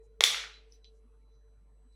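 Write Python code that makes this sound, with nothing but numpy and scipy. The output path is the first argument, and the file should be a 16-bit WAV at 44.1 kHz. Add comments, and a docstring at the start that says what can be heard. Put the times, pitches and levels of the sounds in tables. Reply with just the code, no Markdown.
"""Mains hum, fan lines, room air, a thin whine and a slowly fading hum fill the quiet; hands thud and rustle.
Early on a plastic hose fitting snaps off a pump block in two sharp cracks: noisy bursts ring its body.
Then a loose part bounces on the desk, ringing the desk's modes, and a few faint ticks follow.
A lively room, made of decaying noise, answers each of these; the sound is almost mono.
A gain control ducks under the cracks."""
import sys
import numpy as np
from scipy import signal
from scipy.fft import rfft, irfft, next_fast_len
from scipy.io import wavfile
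from scipy.ndimage import uniform_filter1d, map_coordinates

SR = 44100
rng = np.random.default_rng(int(sys.argv[2]) if len(sys.argv) > 2 else 0)


def output_pcm(signal):
    """Save a mono or channel-first signal as 16-bit PCM at the path in sys.argv[1].

    Samples are clipped to [-1, 1] before scaling.
    """
    pcm = np.clip(np.atleast_2d(signal).T, -1, 1) * 32767
    wavfile.write(sys.argv[1], SR, np.round(pcm).astype(np.int16))


N = 85995
TIME = np.arange(N) / SR


def amp(db):
    """Decibels to an amplitude factor."""
    return 10 ** (np.asarray(db) / 20)


def unit(x):
    """x scaled to an rms of 1."""
    return x / np.sqrt(np.mean(x ** 2) + 1e-20)


def along(points, hz):
    """Read a curve of (Hz, value) points, joined by lines on a log frequency axis."""
    point_hz, values = np.transpose(points)
    return np.interp(np.log(hz + 1), np.log(point_hz + 1), values)


def filtered(x, response):
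    """x filtered by a response, real or complex, given as a function of frequency."""
    size = next_fast_len(x.shape[-1] + 8192)
    spectrum = rfft(x, size) * response(np.fft.rfftfreq(size, 1 / SR))
    return irfft(spectrum, size)[..., :x.shape[-1]]


def causal(gain):
    """The minimum-phase impulse response with these gains: it starts at once, with no pre-ring."""
    cepstrum = irfft(np.log(gain + 1e-5))
    half = len(cepstrum) // 2
    cepstrum[1:half] *= 2
    cepstrum[half + 1:] = 0
    return irfft(np.exp(rfft(cepstrum)))[:half]


def wobble(rate):
    """A smooth random curve through Gaussian knots, rate knots a second."""
    knots = rng.standard_normal(int(N * rate / SR) + 4)
    return map_coordinates(knots, [np.arange(N) * rate / SR])


def tone(hz, db):
    """A sine of the given rms level, starting at a random phase."""
    return np.sqrt(2) * amp(db) * np.sin(2 * np.pi * (hz * TIME + rng.random()))


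def swell(centre_s, length_s):
    """A bell-shaped envelope with a top of 1, down to 1/e one length either side."""
    return np.exp(-((TIME - centre_s) / length_s) ** 2)


def click(hz, octaves, rise_ms, modes):
    """A splintering push and a sudden release drive the body's modes; gives the click (peak 1) and its ring."""
    crackle_t60_s, crackle_level, low_cut_hz = .009, .2, 280
    t = np.arange(1024) / SR
    f = np.fft.rfftfreq(4096, 1 / SR) + 1
    rise_s = max(rise_ms, .02) / 1000
    # noise swells up to the release, then splinters away
    envelope = np.clip(t / rise_s, 0, 1) ** 2 * amp(-60 * np.maximum(t - rise_s, 0) / crackle_t60_s)
    push = envelope * crackle_level * rng.standard_normal(len(t))
    push[np.argmax(t >= rise_s)] += 2  # the release itself
    body_power = 1
    if modes:
        body_power = sum(amp(2 * db) * (f * width) ** 2 / ((centre ** 2 - f ** 2) ** 2 + (f * width) ** 2)
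                         for centre, width, db in modes)
    colour = amp(-6 * (np.log2(f / hz) / octaves) ** 2)
    low_cut = 1 / (1 + (low_cut_hz / f) ** 4)
    ring = causal(np.sqrt(body_power) * colour * low_cut)
    x = signal.fftconvolve(push, ring)
    x = x / np.abs(x).max()
    # the ring carries the click's energy into the room
    return x, ring * np.linalg.norm(x) / np.linalg.norm(ring)


def room(x, share):
    """Reverberation as fresh noise, mid and side, in which each frequency dies at its own speed."""
    # decay: (frequency [Hz], t60 [s])
    decay = [(200, 0.61), (600, 0.49), (1500, 0.37), (2600, 0.48), (3400, 0.37), (4200, 0.4), (6000, 0.37),
             (9000, 0.3), (14000, 0.24)]
    # colour of the tail: (frequency [Hz], gain [dB])
    tail_tone = [(200, 4.5), (320, 5.5), (470, -1), (700, 5), (1000, 2.5), (1500, 3), (2600, -3),
                 (3400, 1.5), (6000, -4.5), (10000, 1), (15000, -3)]
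    # further colour of the side alone: (frequency [Hz], gain [dB])
    side_tone = [(150, -21), (400, -3.5), (700, -2.5), (1400, -9.5), (2800, -11), (5000, -3), (9000, -9),
                 (12000, -26)]
    first_wall_s, build_s, side_db = .0025, .003, -27
    early_t60_s, early_db = 0.024, -3.5

    hz, t, z = signal.stft(rng.standard_normal((2, SR)), SR, nperseg=256)
    side_db_curve = side_db + along(side_tone, hz)
    colour_db = along(tail_tone, hz) + np.array([0 * hz, side_db_curve])
    fall_db = 60 * t / (share * along(decay, hz)[:, None])
    tail = signal.istft(z * amp(colour_db[..., None] - fall_db), SR, nperseg=256)[1]
    t = np.arange(tail.shape[1]) / SR
    build = 1 - np.exp(-t / build_s)
    early = 1 + amp(early_db - 60 * t / early_t60_s)  # near surfaces answer first, over the long tail
    tail = tail * build * early
    tail = np.pad(tail / np.linalg.norm(tail[0]), ((0, 0), (round(first_wall_s * SR), 0)))
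    return signal.fftconvolve(x[None], tail, axes=1)


def snaps_bounces_ticks():
    """Cracks ring the plastic, bounces ring the desk, ticks have no modes; each adds its room, as mid and side."""
    # The next three share these columns: (time [s], peak level before shading [dB], centre of colour [Hz],
    # colour width to -6 dB [octaves], rise [ms], room level relative to the click [dB])
    # the fitting snaps off
    snaps = [(.2068, -2, 2179, 2, 1.2, -6.5), (0.2387, 6.5, 4900, 1.7, 0.083, -2)]
    # the loose part lands and bounces on the desk
    bounces = [(.3452, -17, 1740, 0.9, 0.4, -2.5), (.402, -29.5, 4300, 0.79, 0.24, -6.5),
               (.438, -34, 1510, .6, 0.77, -4.5), (.541, -44.5, 3540, 0.43, 0.25, 1)]
    # small things tick faintly
    ticks = [(.7224, -43.5, 5290, 0.17, 0.098, -7), (.8447, -43, 3780, 0.5, 0.13, -5),
             (1.925, -70.5, 5000, 0.36, .5, 4)]
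    # modes of the fitting's body: (frequency [Hz], width [Hz], gain [dB])
    plastic = [(455, 110, 5), (856, 37, -1), (1160, 150, -5), (2150, 430, -0.5), (3430, 450, 2),
               (3950, 450, -6), (4500, 440, -8), (5760, 1000, -1.5), (7000, 150, -4), (7860, 140, -10),
               (10500, 2800, -14.5), (13100, 2000, -19.5)]
    # modes of the desk: (frequency [Hz], width [Hz], gain [dB])
    desk = [(1403, 230, -2.5), (2265, 1040, -2.5), (2640, 610, -3), (4300, 1800, -1.5)]
    tick_tail = 0.47  # the ticks' tail, as a share of the room's t60
    shade_hz = 9000  # the hands shade the treble of the direct sound

    def shade(f):
        return 1 / (1 + 1j * f / shade_hz) ** 2

    out = np.zeros((2, N + 2 * SR))
    for rows, share, modes in ((snaps, 1, plastic), (bounces, 1, desk), (ticks, tick_tail, [])):
        for s, db, hz, octaves, rise_ms, room_db in rows:
            x, ring = click(hz, octaves, rise_ms, modes)
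            at = round(s * SR)
            wet = amp(db + room_db) * room(ring, share)
            out[0, at:at + len(x)] += amp(db) * filtered(x, shade)
            out[:, at:at + wet.shape[1]] += wet
    return out[:, :N]


def thuds():
    """Soft low thuds of hands and desk: short bell-shaped bursts of a sine."""
    # (time of the top [s], pitch [Hz], length [s], rms level at the top [dB])
    pushes = [(0.09, 104, 0.026, -71.5), (0.207, 160, .015, -65), (0.302, 185, 0.044, -60.5),
              (0.463, 150, 0.031, -75), (1.062, 240, 0.013, -68.5), (1.153, 132.1, 0.025, -78.5),
              (1.364, 119.8, .025, -74), (1.475, 101.7, .025, -75), (1.584, 94.4, 0.015, -67),
              (1.625, 169.7, 0.018, -76.5), (1.816, 153.7, .04, -78.5), (1.864, 248.6, 0.015, -68)]
    return sum(tone(hz, db) * swell(s, length) for s, hz, length, db in pushes)


def rustles():
    """Soft rustles of hands and cloth: short swells of band noise."""
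    # (time of the top [s], length [s], centre [Hz], width to -6 dB [octaves], rms level at the top [dB])
    brushes = [(.05, 0.021, 7000, 0.43, -82), (0.047, 0.027, 900, 0.28, -83.5),
               (0.743, 0.024, 10500, 0.5, -85.5), (0.735, 0.049, 3060, 0.87, -77.5),
               (.965, 0.033, 6310, 0.5, -85.5), (1.048, 0.034, 1233, 0.4, -87),
               (1.142, 0.025, 1215, 0.25, -80.5), (1.279, .02, 1082, 0.23, -86.5),
               (1.347, 0.024, 5220, 0.31, -90), (1.375, 0.013, 1010, 0.43, -82.5),
               (1.486, 0.0086, 1340, 0.18, -81.5), (1.57, 0.028, 1475, 0.2, -87),
               (1.692, 0.028, 900, 0.31, -81.5), (1.78, 0.042, 1820, 0.33, -98),
               (1.852, 0.019, 1175, 0.35, -88.5)]

    def band(hz, octaves):
        noise = rng.standard_normal(N)
        return unit(filtered(noise, lambda f: amp(-6 * (np.log2((f + 1) / hz) / octaves) ** 2)))

    return sum(amp(db) * band(hz, octaves) * swell(s, length) for s, length, hz, octaves, db in brushes)


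def whine():
    """Thin electronic lines at multiples of one pitch, wavering in level, with brief swells."""
    # steady lines: (multiple, rms level before wavering [dB])
    lines = [(2, -93.5), (3, -99.5), (4, -97.5), (5, -101)]
    # brief swells: (time of the top [s], length [s], multiple, rms level added at the top, before wavering [dB])
    swells = [(0.56, 0.036, 2, -63.5), (0.747, 0.019, 2, -78.5), (0.742, 0.0244, 3, -70.5),
              (0.733, .025, 5, -85.5), (.868, 0.025, 2, -65.5), (0.863, .025, 3, -78),
              (0.975, 0.017, 3, -91.5), (1.363, 0.044, 2, -95), (1.35, 0.037, 3, -94),
              (1.94, 0.042, 2, -82)]
    base_hz = 2000.1
    out = np.zeros(N)
    for k, base_db in lines:
        level = amp(base_db) + sum(amp(db) * swell(s, length)
                                   for s, length, multiple, db in swells if round(multiple) == round(k))
        out += tone(k * base_hz, 3.4 * wobble(8.6)) * level
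    return out


def mains_and_fan():
    """Mains hum and fan lines: sines at multiples of the mains and blade rates, wavering above the mains rate."""
    # mains: (multiple, rms level before wavering [dB])
    mains = [(1, -59), (2, -94.5), (3, -97.5), (5, -90), (7, -91.5), (11, -95), (13, -99), (15, -107),
             (19, -101), (21, -96.5), (27, -100)]
    # fan blades: (multiple, rms level before wavering [dB])
    blades = [(2, -94.5), (4, -92), (5, -96.5), (6, -99), (8, -101), (9, -101)]
    mains_hz, blade_hz = 50, 148.2
    hum = sum(tone(k * mains_hz, db + (k > 1) * 0.83 * wobble(18)) for k, db in mains)
    fan = sum(tone(k * blade_hz, db + 4.4 * wobble(5)) for k, db in blades)
    return hum + fan


def fading_hum():
    """A low hum that dies away: a sine roughened by a narrow band of noise round it."""
    hz, width_hz, roughness = 444.5, 16, 1
    start_db, t60_s = -62, 6.4
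    fuzz = unit(filtered(rng.standard_normal(N), lambda f: 1 / (1 + ((f - hz) / width_hz) ** 2)))
    drone = unit(tone(hz, 0) + roughness * fuzz)
    return drone * amp(start_db - 60 * TIME / t60_s)


def air():
    """Room air: coloured noise whose level drifts in patches of time and frequency."""
    # depth of the patches: (frequency [Hz], spread [dB])
    patch_depth = [(100, 5), (1500, 4.5), (3000, 2.5), (8000, 1.5)]
    # colour of the air: (frequency [Hz], relative level [dB])
    air_tone = [(20, -24.5), (70, -9.5), (110, -1.5), (170, -5.5), (250, -9), (400, -15), (700, -15.5),
                (1300, -23.5), (2000, -22), (3500, -30), (6000, -33.5), (8500, -34.5), (11500, -33),
                (12500, -51), (16500, -51)]
    rms_db = -78
    hz, _, z = signal.stft(rng.standard_normal(N), SR, nperseg=1024)
    field = uniform_filter1d(rng.standard_normal(z.shape), size=6, axis=0)  # smooth over frequency
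    field = uniform_filter1d(field, size=4, axis=1)  # smooth over time
    patches = amp(along(patch_depth, hz)[:, None] * unit(field))
    x = signal.istft(z * patches, nperseg=1024)[1][:N]
    return amp(rms_db) * unit(filtered(x, lambda f: amp(along(air_tone, f))))


def scene():
    """All layers as left and right; only the room tails have a side part."""
    mid, side = snaps_bounces_ticks()
    mid = mid + thuds() + rustles() + whine() + mains_and_fan() + fading_hum() + air()
    return np.array([mid + side, mid - side])


def record(dry):
    """Gain control follows the smoothed loudness, peaks round off softly; nothing passes above the band limit."""
    knee_db, squeeze = -33, .45  # squeeze: dB of cut per dB above the knee
    ceiling, top_hz = 1.3, 16400
    power = np.mean(dry ** 2, axis=0)
    for smooth_s in (.004, .022):  # two smoothers in a row
        keep = np.exp(-1 / (smooth_s * SR))
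        power = signal.lfilter([1 - keep], [1, -keep], power)
    gain_db = -squeeze * np.maximum(10 * np.log10(power + 1e-12) - knee_db, 0)
    rounded = ceiling * np.tanh(dry * amp(gain_db) / ceiling)
    return filtered(rounded, lambda hz: hz < top_hz)


dry = scene()
out = record(dry)
output_pcm(out)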